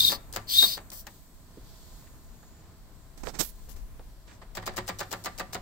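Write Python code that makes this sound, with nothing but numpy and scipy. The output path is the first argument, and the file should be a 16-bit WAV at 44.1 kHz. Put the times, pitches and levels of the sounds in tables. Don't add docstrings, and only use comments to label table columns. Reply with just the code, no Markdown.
import sys
import numpy as np
from scipy import signal
from scipy.fft import rfft, irfft, next_fast_len
from scipy.io import wavfile
from scipy.ndimage import uniform_filter1d

SR = 44100
rng = np.random.default_rng(int(sys.argv[2]) if len(sys.argv) > 2 else 0)


def file_out(sig):
    cols = np.atleast_2d(sig).T
    lim = np.clip(cols, -1, 1)
    pcm = np.round(lim * 32767).astype(np.int16)
    wavfile.write(sys.argv[1], SR, pcm)


N = 247401

# (time [s], strength [dB])
VALVE_TICKS = [(0.326, -22.5), (0.9016, -25.5), (4.658, -28), (4.7371, -42), (4.762, -26), (4.8645, -38),
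               (4.871, -29), (4.9866, -26), (5.0294, -44), (5.1086, -29), (5.239, -25.5), (5.378, -27),
               (5.5263, -31)]
# (pitch [Hz], level [dB], fade [s])
VALVE_TONES = [(5130, -12.5, .012), (6300, -4, .01), (8500, -2.5, 0.027), (11100, -15.5, 0.013),
               (12660, -12, 0.0087)]
PLATE_TONES = [(365, -5, .11), (450, -9, .06), (555, -4, .12), (663, -4, .07), (750, -2, .1),
               (840, -4, .06), (1040, -7, .06), (1174, -1, .16), (1343, -7, .09), (1505, -9, .06),
               (1745, -5, .05), (1890, -7, .05), (2150, -9, .06), (2330, -11, .06), (2570, -11, .06)]
TABLE_TONES = [(105.5, -1.5, 0.38), (187, -2.5, 0.15), (209.5, -5, 0.22)]
# (time [s], level [dB], length [s])
STEAM_SPITS = [(0.335, -41, 0.019), (4.55, -42.5, 0.02), (4.663, -36, 0.017), (4.7665, -36.5, 0.023),
               (4.877, -37, 0.014), (4.9905, -38.5, 0.02), (5.1134, -38.5, 0.012), (5.2443, -39, 0.024),
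               (5.383, -41, 0.019), (5.53, -37.5, 0.015)]
# (time [s], strength [dB], sharp crack above that [dB])
CRANK_KNOCKS = [(0.094, -33, -9), (0.118, -25.5, -1), (0.36, -25, -1.5), (0.623, -24, -3),
                (0.771, -32.5, -7), (0.917, -42, 0.5), (1.068, -40.5, 0), (4.414, -40, -32),
                (4.568, -26, -10.5), (4.622, -38, -10.5), (4.671, -23.5, -15), (4.734, -44, -14),
                (4.776, -22.5, -13), (4.887, -23.5, -6.5), (5.003, -24, -6.5), (5.126, -25, -3.5),
                (5.257, -24, -6.5), (5.396, -24, -8.5), (5.545, -25, -6)]
# (time [s], level [dB])
WHISTLE_PULLS = [
    [(0.0, -23.5), (0.014, -28), (0.08, -26.5), (0.1, -29.5), (0.138, -36.5), (0.156, -41.5), (0.2, -86)],
    [(0.47, -57.5), (0.494, -36.5), (0.54, -28), (0.59, -25.5), (0.64, -25.5), (0.68, -31.5), (0.74, -36),
     (0.764, -45), (0.81, -91)],
    [(0.91, -67), (0.932, -40), (0.948, -44), (1.008, -43.5), (1.04, -64)],
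]
# (start [s], low pitch [Hz], low tone [dB], high tone [dB]), against a full jet
PULL_TONES = [(0, 3680, 2.5, -3), (.3, 3763, 2, -3), (.87, 3730, -23, -23)]
# (width [Hz], delay on the left [radians])
PIPE_TONES = [(380, 2), (1150, 0.43)]
# (time [s], level [dB], length [s])
CLEAR_MOMENTS = [(.001, -13.5, 0.0072), (0.045, -12.5, 0.0077), (0.074, -19.5, 0.011), (0.077, -22, 0.014),
                 (0.577, -13.5, 0.012), (0.586, -13.5, 0.011), (0.619, -11.5, 0.0048), (0.629, -19.5, .01),
                 (0.642, -9.5, .004)]
# (time [s], rise [s], fade starts after [s], fade [s],
# level on the nearer side [dB], rumble above that [dB], treble above that [dB], pan [dB])
SKIN_RUBS = [(3.173, .004, .005, 0.28, -54, 3, -5, -5), (3.232, 0.0044, 0.0054, .06, -44.5, 9.5, -14, -16),
             (3.25, 0.012, 0.051, 0.052, -46, 6, -7, -26), (3.334, 0.011, 0.02, 0.2, -45, 6, -16, -25),
             (3.387, .013, 0.026, 0.069, -22.5, -3.5, -2.5, -38),
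             (3.424, 0.0077, 0.015, .1, -46, -18, 11, -20), (3.44, 0.011, 0.053, 0.093, -53, -10, 11, -15),
             (3.685, .008, 0.033, 0.13, -51.5, -5, 3.5, 10), (3.758, .006, 0.0067, 0.24, -58.5, 4, -2, 0),
             (4.269, .003, .084, 0.12, -63.5, 4, -17, 0.5)]
# (time [s], level [dB], pitch [Hz], pan [dB], push above the tail [dB])
LIGHT_TAPS = [(1.068, -43.5, 1760, 8, 10), (1.572, -42.5, 281, 2, -13.5), (2.07, -59, 2180, 9, -6),
              (2.43, -52, 1047, -2, -6), (3.176, -60, 7100, -8, -6), (3.271, -42, 700, -27, 13),
              (3.286, -48, 5000, -15, 0), (3.687, -52.5, 900, 5, 9), (3.995, -46.5, 700, 1, 7),
              (4.279, -55.5, 2500, -8, 2), (4.294, -55, 2200, -5, -6), (4.312, -53, 1970, -8, -6),
              (4.632, -54, 1490, 0, 0), (4.72, -56, 4000, 2, 0), (5.029, -45, 3880, 8, 3)]
# (time [s], level [dB], lower hiss above that [dB])
SEEP_LEVELS = [(0, -63, -9), (.85, -61.5, -14), (1.05, -66.5, -4), (1.1, -59.5, -4), (1.3, -63, -7),
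               (1.62, -64, -1.5), (1.7, -61.5, 1.5), (1.98, -60, -2), (2.1, -62.5, -6), (2.65, -67, -1),
               (3.15, -65.5, -4.5), (3.64, -61, -5), (3.8, -78, -9), (4.1, -68, -0.5), (4.59, -70, -0.5),
               (5.18, -59.5, -3.5), (5.61, -67.5, -1)]
# (pitch [Hz], width [Hz], level against the seeping [dB])
PINHOLES = [(4260, 400, -18.5), (6970, 500, -10), (7830, 250, -18), (12000, 600, -11.5), (14600, 900, -9.5)]
# (time [s], level [dB], pan [dB])
GUSTS = [(0.0, -57, -1), (0.15, -46.5, 1), (0.69, -51, 1.5), (1.42, -54.5, -1), (1.61, -48, 0),
         (2.05, -52, -6), (2.31, -49, 3.5), (2.53, -54, -5.5), (3.14, -52.5, 7), (3.25, -45.5, -22.5),
         (3.41, -45.5, 0), (3.59, -48.5, 6), (3.75, -41, 2.5), (4.05, -43.5, 1), (4.23, -51.5, 1.5),
         (4.73, -47, 4), (5.05, -54, 2), (5.61, -52.5, 4)]
# (time [s], level [dB])
TOWN_SWELLS = [(0.0, -41.5), (0.25, -53.5), (0.61, -49.5), (1.31, -58), (1.61, -54.5), (4.08, -56.5),
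               (4.92, -52.5), (5.61, -52)]
# (pitch [Hz], width [Hz], level against the town [dB])
MACHINE_HUMS = [(655, 50, -18), (1020, 90, -19.5)]
# (frequency [Hz], level [dB])
SPIT_SPECTRUM = [(290, -13), (500, 1.5), (1960, -8), (3600, -6.5), (5100, -1.5), (5980, -7), (7020, -1.5),
                 (9940, -15), (11800, -11.5), (13100, -8), (16000, -2.5)]
CLATTER_SPECTRUM = [(150, -29), (250, -6.5), (1100, 0), (1500, -5), (1790, 0), (2620, -15), (2810, -12.5),
                    (4910, -13), (5450, -25.5), (8280, -19), (9690, -41), (14000, -86.5), (16000, -19)]
JET_SPECTRUM = [(1500, -38), (2500, -44), (3100, -22), (4500, -20.5), (5600, -10), (6800, -19), (8100, -12),
                (9300, -19.5), (11000, -14.5), (12200, -15), (13300, -15), (14500, -4), (15600, -10.5),
                (16100, -14.5)]
SEEP_SPECTRUM = [(3710, -35), (6300, -1.5), (6870, -1), (8090, 4.5), (9730, -7.5), (11600, -1.5),
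                 (13700, -4), (15100, 0), (16000, -4.5)]
TOWN_SPECTRUM = [(35, -27.5), (60, 0.5), (92, -2), (167, -5.5), (618, -19.5), (1000, -19.5), (1190, -21.5),
                 (1620, -23), (2720, -30.5), (4490, -41.5), (6000, -45), (7800, -61), (13200, -120)]

STEP_BACK_S, STEP_BACK_DB = 4, -2.5
KNOCK_PAN_DB = 3, -1
STEAM_PAN_DB, WHISTLE_PAN_DB = 4, 4
HIGH_TONE_HZ, RISE_HZ_PER_S = 4450, 4700
FULL_JET_DB, JET_DELAY_S, JET_ALIKE = -26.5, .00041, .17
YARD_FADE_S, YARD_DB, WHISTLE_ECHO_DB = .35, -16.5, -13
ALIKE_BELOW_HZ, TOP_HZ = 1108, 15760


def engine():
    sound = valve() + exhaust() + crank()
    treble = signal.sosfiltfilt(signal.butter(2, 13000, "highpass", fs=SR, output="sos"), sound)
    return sound + (undb(STEP_BACK_DB) - 1) * treble * (np.arange(N) > STEP_BACK_S * SR)


def crank():
    times, db, crack_db = np.transpose(CRANK_KNOCKS)
    pan_db = np.where(times < STEP_BACK_S, *KNOCK_PAN_DB)
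    blows = bursts(times, db, pan_db, rise_s=.0055, hold_s=.011, fade_s=.088)
    bounces = undb(4 * wander(600))
    bounces /= uniform_filter1d(bounces, size=500)
    plate = ring(blows * bounces * band(280, 4700, 1), PLATE_TONES) * undb(-49)
    table = ring(uniform_filter1d(blows, size=600) * band(94, 340, 1), TABLE_TONES) * undb(-63)
    clatter = blows * bounces * noise(CLATTER_SPECTRUM, .98) * undb(-8)
    cracks = bursts(times, db + crack_db, STEAM_PAN_DB, rise_s=.00053, hold_s=.0023, fade_s=.044)
    return plate + table + clatter + cracks * bounces * noise(SPIT_SPECTRUM, .071)


def valve():
    times, db = np.transpose(VALVE_TICKS)
    ticks = bursts(times, db, STEAM_PAN_DB, rise_s=.0005, hold_s=.0025, fade_s=.006)
    ticks *= band(3500, 15000, .2)
    return ring(ticks, VALVE_TONES) * undb(-35.5) + ticks * undb(-15)


def exhaust():
    times, db, length = np.transpose(STEAM_SPITS)
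    pops = bursts(times, db + 2, STEAM_PAN_DB, rise_s=.0015, hold_s=.003, fade_s=.025)
    spits = bursts(times, db, STEAM_PAN_DB, rise_s=.003, hold_s=length, fade_s=.0158)
    return (pops + spits) * undb(.79 * wander(370)) * noise(SPIT_SPECTRUM, 1)


def whistle():
    jet, = curves(WHISTLE_PULLS)
    starts, *settings = np.transpose(PULL_TONES)
    pull = np.searchsorted(starts * SR, np.arange(N), side="right").clip(1) - 1
    low_hz, low_db, high_db = (column[pull] for column in settings)
    peak_s = np.array([max(rows, key=lambda row: row[1])[0] for rows in WHISTLE_PULLS])[pull]
    low_hz = low_hz - RISE_HZ_PER_S * np.clip(peak_s - np.arange(N) / SR, 0, .1)
    force = np.maximum(jet / undb(FULL_JET_DB), .3)
    low = undb(low_db) * force * breathy(low_hz, *PIPE_TONES[0])
    high = undb(high_db) * force ** -.56 * breathy(HIGH_TONE_HZ, *PIPE_TONES[1])
    left, right = noise(JET_SPECTRUM, 0)
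    left, right = high + [JET_ALIKE * right + np.sqrt(1 - JET_ALIKE ** 2) * left, right]
    hiss = np.array([np.roll(left, round(JET_DELAY_S * SR)), right])
    times, db, length = np.transpose(CLEAR_MOMENTS)
    flares = bursts(times, db, 0, rise_s=.0055, hold_s=length, fade_s=.029)
    phase = 2 * np.pi * np.cumsum(low_hz + 60 * wander(79.8)) / SR
    clear = flares * np.sin(phase - np.array([[PIPE_TONES[0][1]], [0]]))
    return (jet * (low + hiss) + clear) * sides(WHISTLE_PAN_DB)[:, None]


def rubs():
    times, rise, hold, fade, db, rumble_db, treble_db, pan_db = np.transpose(SKIN_RUBS)

    def press(extra_db):
        return bursts(times, db + extra_db - abs(pan_db) / 2, pan_db, rise, hold, fade)

    grain = undb(2 * wander(300))
    scrape = noise([(1800, -29), (2800, -7), (5500, -1.5), (8200, -.5), (9200, -15.5), (10000, -36)], 0)
    rumble = noise([(60, -6), (200, 1), (2500, -15), (3000, -40)], 0)
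    treble = noise([(8500, -14), (10000, -3.5), (13500, 1.5), (16200, -2.5)], 0)
    return grain * (press(0) * scrape + press(rumble_db) * rumble + press(treble_db) * treble)


def taps():
    out = np.zeros((2, N))
    length, fade_s = SR // 8, .084
    white = rng.standard_normal((2, length))
    white[1] += white[0]
    for time, db, hz, pan_db, push_db in LIGHT_TAPS:
        tail = signal.lfilter(*signal.butter(2, [hz * .51, hz * 1.42], "bandpass", fs=SR), white)
        tap = unit(tail) * undb(-60 * np.arange(length) / SR / fade_s)
        push = np.hanning(int(.3 * SR / hz) + 3) ** 3
        tap[:, :len(push)] += undb(push_db) * push
        start = int(time * SR)
        out[:, start:start + length] += undb(db) * sides(pan_db)[:, None] * tap
    return out


def seeping_steam():
    level, lower_db = curves([SEEP_LEVELS])
    leaks = sum(undb(db + 5 * wander(5.1)) * breathy(hz * (1 + .025 * wander(3)), width, 1.7)
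                for hz, width, db in PINHOLES)
    lower_hiss = noise([(2200, -22), (3200, -2), (4500, 1), (6000, -3.5), (6800, -20)], .11)
    return level * (noise(SEEP_SPECTRUM, .023) + undb(lower_db) * lower_hiss + leaks)


def wind():
    gust, pan_db = curves([GUSTS])
    rumble = noise([(12, -2), (24, 13.5), (40, 12), (60, 2.5), (90, -11), (160, -35.5)], .4)
    return gust * sides(pan_db) * rumble


def town():
    hums = sum(undb(db + .83 * wander(9.5)) * breathy(hz, width, 0) for hz, width, db in MACHINE_HUMS)
    flicker = undb(wander(18))
    level, = curves([TOWN_SWELLS])
    return level * (noise(TOWN_SPECTRUM, .98) * flicker + hums)


def yard_echo(sound):
    t = np.arange(int(YARD_FADE_S * SR)) / SR
    tail = noise([(20, 2.5), (3000, -1.5), (20000, -13)], .9)[:, :len(t)]
    tail *= undb(-60 * t / YARD_FADE_S) * np.minimum(t / .0022, 1)
    tail /= np.sqrt(np.sum(tail ** 2, axis=1, keepdims=True))
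    return signal.fftconvolve(sound, tail, axes=1)[:, :N]


def undb(db):
    return 10 ** (np.asarray(db) / 20)


def unit(x):
    return x / np.sqrt(np.mean(x ** 2))


def sides(pan_db):
    return undb(np.array([pan_db, -pan_db]) / 2)


def noise(spectrum, alike):
    hz, db = np.transpose(spectrum)
    size = next_fast_len(N, True)
    freqs = np.maximum(np.arange(size // 2 + 1) * SR / size, 1)
    shape = undb(np.interp(np.log(freqs), np.log(hz), db))
    mid, side = rfft(rng.standard_normal((2, size))) * shape
    match = alike / (1 + (freqs / ALIKE_BELOW_HZ) ** 2)
    mid, side = mid * np.sqrt(1 + match), side * np.sqrt(1 - match)
    return unit(irfft(np.array([mid + side, mid - side]), size)[:, :N])


def band(low_hz, high_hz, alike):
    return noise([(low_hz * .75, -30), (low_hz, 0), (high_hz, 0), (high_hz * 1.25, -30)], alike)


def breathy(hz, width_hz, left_lag):
    pole = np.exp(-np.pi * width_hz / SR)
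    drive = rng.standard_normal(N) + 1j * rng.standard_normal(N)
    sway = signal.lfilter([1], np.convolve([1, -pole], [1, -pole]), drive)
    tone = sway * np.exp(2j * np.pi * np.cumsum(hz + np.zeros(N)) / SR)
    return unit(np.array([(tone * np.exp(-1j * left_lag)).real, tone.real]))


def ring(drive, tones):
    out = 0
    for hz, db, fade_s in tones:
        pole = np.exp(2j * np.pi * hz / SR - np.log(1000) / (fade_s * SR))
        out = out + undb(db) * signal.lfilter([1], [1, -pole], drive).imag
    return out


def wander(rate_hz):
    hold = int(SR / rate_hz)
    steps = np.repeat(rng.standard_normal(N // hold + 1), hold)
    return uniform_filter1d(uniform_filter1d(steps, hold), hold)[:N]


def curves(tables):
    t = np.arange(N) / SR
    times, db, *others = np.transpose(np.vstack(tables))
    on = sum((t >= table[0][0]) & (t <= table[-1][0]) for table in tables).clip(0, 1)
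    gain = undb(np.interp(t, times, db)) * uniform_filter1d(1. * on, size=200)
    return [gain] + [np.interp(t, times, column) for column in others]


def bursts(times, levels_db, pans_db, rise_s, hold_s, fade_s):
    out = np.zeros((2, N))
    for time, db, pan_db, rise, hold, fade in np.broadcast(times, levels_db, pans_db,
                                                           rise_s, hold_s, fade_s):
        start = int(time * SR)
        t = np.arange(min(N - start, SR // 4)) / SR
        shape = np.minimum(t / rise, 1) * undb(-60 * np.maximum(t - hold, 0) / fade)
        out[:, start:start + len(t)] += np.outer(sides(pan_db), undb(db) * shape)
    return out


def scene():
    toots, running = whistle(), engine()
    echo = undb(YARD_DB) * yard_echo(running + undb(WHISTLE_ECHO_DB) * toots)
    return running + toots + echo + taps() + rubs() + wind() + town() + seeping_steam()


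def record(dry):
    return signal.sosfilt(signal.ellip(10, .2, 70, TOP_HZ, fs=SR, output="sos"), dry)


dry = scene()
out = record(dry)
file_out(out)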